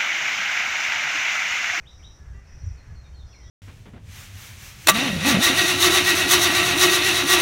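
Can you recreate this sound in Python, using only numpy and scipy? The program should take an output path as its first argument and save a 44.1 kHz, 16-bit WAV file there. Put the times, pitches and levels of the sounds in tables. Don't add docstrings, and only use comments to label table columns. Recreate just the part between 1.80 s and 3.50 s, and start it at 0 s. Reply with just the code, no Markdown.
import sys
import numpy as np
from scipy import signal
from scipy.fft import rfft, irfft
from scipy.io import wavfile

SR = 44100
rng = np.random.default_rng(int(sys.argv[2]) if len(sys.argv) > 2 else 0)


def wav_out(sig):
    wavfile.write(sys.argv[1], SR, np.round(np.clip(np.atleast_2d(sig).T, -1, 1) * 32767).astype(np.int16))


N = 74970

# frequency_hz, gain_db
HUSH_EQ = [(100, 8.5), (350, 3), (700, 0.5), (1100, -1.5), (1800, -2.5), (2400, -9.5), (3200, -12),
           (4600, -13), (5800, -34), (6600, -17.5), (7700, -15.5), (9000, -23), (12000, -26.5),
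           (15500, -30)]
# frequency_hz, gain_db
WIND_EQ = [(10, -25), (22, -5.5), (45, -6.5), (65, 4.5), (90, -7), (130, -8.5), (180, -19), (260, -33.5),
           (500, -67), (2000, -80)]
# time_s, level_db
GUSTS = [(0, -38.5), (.13, -52), (.25, -39), (.36, -49), (.44, -42), (.56, -40), (.66, -45.5), (.78, -42),
         (.97, -44), (1.07, -38.5), (1.17, -43.5), (1.25, -45), (1.36, -42), (1.46, -45), (1.58, -44),
         (1.7, -42)]
# centre_s, level_db, pitch_hz, width_s
BUFFETS = [(0.843, -26.5, 79.8, 0.0045), (0.877, -21.5, 87.8, 0.0094), (0.914, -27, 73, 0.0075)]
# frequency_hz, gain_db
TURBULENCE_EQ = [(15, -14), (40, 7), (100, -9), (170, -5.5), (260, -25.5), (600, -67), (2000, -87)]
# start_s, length_s, level_db
RUSTLES = [(0.555, 0.038, -69), (0.85, 0.034, -64.5), (0.904, 0.12, -74)]
# time_s, pitch_hz, clear_gain_db, rasp_gain_db
CROW = [(0.386, 428, -81, -73), (.415, 427.1, -61, -73), (0.454, 425.7, -60, -59.5), (.525, 410, -64, -72),
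        (0.547, 388.6, -53, -73), (0.593, 395.1, -53.5, -64.5), (0.678, 397.5, -71, -62),
        (.79, 401.7, -68, -63.5), (0.979, 416.5, -70, -62.5), (1.04, 422.6, -72, -59.5),
        (1.085, 420, -60.5, -64), (1.116, 427.6, -55.5, -62.5), (1.15, 431, -76, -62.5),
        (1.33, 396, -72, -71)]
# time_s, resonance_hz
BEAK = [(.4, 1730), (.45, 1580), (.515, 1630), (.545, 1810), (.7, 1910), (.95, 1950), (1.05, 1787),
        (1.3, 1770)]
# centre_hz, width_hz, gain_db
THROAT = [(390, 100, -9), (1170, 200, -10), (2740, 200, -14)]
# start_s, length_s, gain_db
TRILLS = [(0.064, .32, -58), (0.649, 0.29, -58), (1.445, 0.26, -57)]
# frequency_hz, gain_db
TRILL_EQ = [(4700, -2), (5050, -5), (5500, -3), (5900, 4), (6060, 6.5), (6160, -13), (6500, -9)]
# start_s, length_s, level_db
SLURS = [(0.646, .022, -72), (0.812, .03, -69.5), (0.967, .062, -65.5), (1.152, .072, -63),
         (1.339, .075, -61.5), (1.523, .055, -62)]
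# start_s, length_s, from_hz, to_hz, level_db
NOTES = [(1.237, 0.054, 3865, 3650, -65), (1.247, 0.044, 2485, 2270, -66),
         (1.324, 0.042, 2980, 3230, -71.5), (1.386, 0.055, 3840, 3534, -62),
         (1.484, 0.062, 3280, 3410, -71), (1.527, 0.028, 3026, 1930, -59.5),
         (1.536, 0.054, 2444, 2160, -62.5), (1.583, .12, 2062, 1924, -65), (1.605, .065, 3030, 3270, -71),
         (1.631, 0.045, 3920, 3650, -65.5), (1.66, 0.074, 3340, 3350, -64)]
# start_s, gain_db, length_s
CHIRPS = [(0.056, -47, .055), (0.225, -47.5, 0.064)]
# share_of_length, pitch_hz, gain_db
CHIRP_SHAPE = [(0, 2600, -14), (.09, 3040, -12), (.27, 3470, -8.5), (.35, 3715, -1.5), (.44, 3793, -2),
               (.57, 3895, -15), (.75, 3940, -4.5), (1, 3710, -33)]
# delay_s, gain_db
TREE_ECHOES = [(.021, -6), (.036, -35), (.072, -12)]
# centre_hz, width_hz
MIC_NOTCHES = [(4020, 150), (8000, 200)]


def amp(db):
    return 10 ** (np.asarray(db) / 20)


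def unit_rms(x):
    return x / np.sqrt(np.mean(x ** 2) + 1e-20)


def add(mix, start_s, sound):
    part = mix[max(round(start_s * SR), 0):][:len(sound)]
    part += sound[:len(part)]


def equalise(x, curve):
    hz, db = np.transpose(curve)
    gain_db = np.interp(np.log(np.fft.rfftfreq(N, 1 / SR) + 1), np.log(hz), db)
    return irfft(rfft(x) * amp(gain_db), N)


def drift(rate_hz):
    hz = np.fft.rfftfreq(N, 1 / SR)
    spectrum = rfft(rng.standard_normal(N)) * (hz > 0) / (1 + (hz / rate_hz) ** 4)
    return unit_rms(irfft(spectrum, N))


def resonate(x, hz, width_hz):
    carrier = np.exp(2j * np.pi * np.cumsum(hz * np.ones(len(x))) / SR)
    pole = np.exp(-np.pi * width_hz / SR)
    baseband = signal.lfilter([(1 - pole) ** 2], [1, -2 * pole, pole * pole], x / carrier)
    return 2 * (carrier * baseband).real


def noise_band(hz, width_hz):
    return unit_rms(resonate(rng.standard_normal(N), hz, width_hz))


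def shaped_noise(curve):
    return unit_rms(equalise(rng.standard_normal(N), curve))


def tone(hz):
    return np.sqrt(2) * np.sin(2 * np.pi * np.cumsum(hz) / SR)


def gate(t, length, attack, release):
    fade_in = np.sin(np.pi / 2 * np.clip(t / attack, 0, 1))
    fade_out = np.sin(np.pi / 2 * np.clip((length - t) / release, 0, 1))
    return fade_in * fade_out


def tree_scatter(x, t60_s):
    reflections_per_s, predelay_s = 3000, 0.004
    t = np.arange(SR) / SR
    taps = rng.standard_normal(SR) * (rng.random(SR) < reflections_per_s / SR)
    taps *= amp(-60 * t / t60_s) * (t > predelay_s)
    return signal.fftconvolve(x, taps / np.linalg.norm(taps))[:N]


def air():
    hush = amp(-58 + 0.5 * drift(rate_hz=9)) * shaped_noise(HUSH_EQ)
    insects = noise_band(hz=5754, width_hz=1130) * amp(-69 + 0.5 * drift(rate_hz=63))
    return hush + insects


def wind():
    puff_start_s, puff_db = 0.797, -45.5
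    t = np.arange(N) / SR
    gust_db = np.interp(t, *np.transpose(GUSTS)) - 2.5 * drift(rate_hz=10)
    rumble = amp(gust_db) * shaped_noise(WIND_EQ)
    for centre_s, level_db, pitch_hz, width_s in BUFFETS:
        swell = np.exp(-0.5 * ((t - centre_s) / width_s) ** 2)
        rumble -= amp(level_db) * swell * np.cos(2 * np.pi * pitch_hz * (t - centre_s))
    puff = amp(puff_db) * gate(t - puff_start_s, length=0.17, attack=0.097, release=0.028)
    return rumble + puff * shaped_noise(TURBULENCE_EQ)


def rustles():
    t = np.arange(N) / SR
    envelope = sum(amp(level_db) * gate((t - start_s) / length_s, length=0.74, attack=0.54, release=0.39)
                   for start_s, length_s, level_db in RUSTLES)
    return envelope * noise_band(hz=7100, width_hz=990)


def rooster():
    beak_shut_hz, beak_open_hz = 1580, 2030
    t = np.arange(N) / SR
    times_s, *contours = np.transpose(CROW)
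    pitch_hz, clear_db, rasp_db = (np.interp(t, times_s, contour) for contour in contours)
    beak_hz = np.interp(t, *np.transpose(BEAK))
    pulses = sum(tone(harmonic * pitch_hz) for harmonic in range(1, 9))
    clear = resonate(pulses, beak_hz, width_hz=250)
    clear += sum(amp(db) * resonate(pulses, hz, width_hz) for hz, width_hz, db in THROAT)
    opening = np.clip((beak_hz - beak_shut_hz) / (beak_open_hz - beak_shut_hz), 0, 1)
    upper_rasp = opening * amp(-3.5) * noise_band(hz=2520, width_hz=220)
    rasp = noise_band(beak_hz, width_hz=960) + upper_rasp
    envelope = gate(t - times_s[0], times_s[-1] - times_s[0], attack=0.01, release=0.03)
    dry = envelope * (amp(clear_db) * clear + amp(rasp_db) * rasp)
    return amp(-2) * dry + amp(-12.5) * tree_scatter(dry, t60_s=1)


def trills():
    centre_hz, swing_hz, wander_hz = 5502, 336, 132.3
    buzz_rate_hz, rate_jitter, tremolo_depth = 188, 0.058, 0.1
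    scoop_hz, scoop_s = 450, 0.035
    dry = np.zeros(N)
    for start_s, length_s, gain_db in TRILLS:
        t = np.arange(0, length_s, 1 / SR)
        swing = tone(buzz_rate_hz * (1 + rate_jitter * drift(rate_hz=17)[:len(t)])) / np.sqrt(2)
        pitch_hz = centre_hz + swing_hz * swing - scoop_hz * np.exp(-t / scoop_s)
        pitch_hz += wander_hz * drift(rate_hz=123.4)[:len(t)]
        envelope = gate(t, length_s, attack=0.039, release=0.041) * (1 + tremolo_depth * swing)
        add(dry, start_s, amp(gain_db) * envelope * tone(pitch_hz))
    return equalise(amp(-6.5) * dry + amp(-2.5) * tree_scatter(dry, t60_s=0.43), TRILL_EQ)


def whistle(length_s, from_hz, to_hz, bend, flutter):
    progress = np.arange(0, length_s, 1 / SR) / length_s
    slide = (1 - np.exp(-bend * progress)) / (1 - np.exp(-bend))
    wobble = 1 + flutter * drift(rate_hz=360)[:len(progress)]
    pitch_hz = (from_hz + (to_hz - from_hz) * slide) * wobble
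    return gate(progress, length=0.95, attack=0.15, release=0.1) * tone(pitch_hz)


def whistling_birds():
    dry = np.zeros(N)
    for start_s, length_s, level_db in SLURS:
        slur = whistle(length_s, from_hz=4540, to_hz=4156, bend=3.53, flutter=0.018)
        add(dry, start_s, amp(level_db) * slur)
    for start_s, length_s, from_hz, to_hz, level_db in NOTES:
        add(dry, start_s, amp(level_db) * whistle(length_s, from_hz, to_hz, bend=0.82, flutter=0.019))
    return dry + amp(-3.5) * tree_scatter(dry, t60_s=1)


def chirping_bird():
    pickup_ahead_s, pickup_gain_db, flutter = 0.034, -15.5, 0.011
    shares, shape_hz, shape_db = np.transpose(CHIRP_SHAPE)
    dry = np.zeros(N)
    for start_s, gain_db, length_s in CHIRPS:
        t = np.arange(0, length_s, 1 / SR)
        wobble = 1 + flutter * drift(rate_hz=210)[:len(t)]
        pitch_hz = np.interp(t / length_s, shares, shape_hz) * wobble
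        level_db = gain_db + np.interp(t / length_s, shares, shape_db)
        envelope = amp(level_db) * gate(t, length_s, attack=0.0014, release=0.0035)
        add(dry, start_s, envelope * tone(pitch_hz))
        pickup = whistle(length_s=0.0305, from_hz=2700, to_hz=1979, bend=2.73, flutter=0.09)
        add(dry, start_s - pickup_ahead_s, amp(gain_db + pickup_gain_db) * pickup)
    mix = dry + amp(-2) * tree_scatter(dry, t60_s=0.45)
    for delay_s, gain_db in TREE_ECHOES:
        add(mix, delay_s, amp(gain_db) * dry)
    return mix


def scene():
    return (chirping_bird() + whistling_birds() + trills() + rooster() + rustles() + wind() + air())[None]


def record(dry):
    for centre_hz, width_hz in MIC_NOTCHES:
        dry = signal.lfilter(*signal.iirnotch(centre_hz, centre_hz / width_hz, SR), dry)
    high_cut = signal.firwin(511, cutoff=15700, window=("kaiser", 9), fs=SR)
    return signal.oaconvolve(dry, high_cut[None], "same")


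dry = scene()
out = record(dry)
wav_out(out)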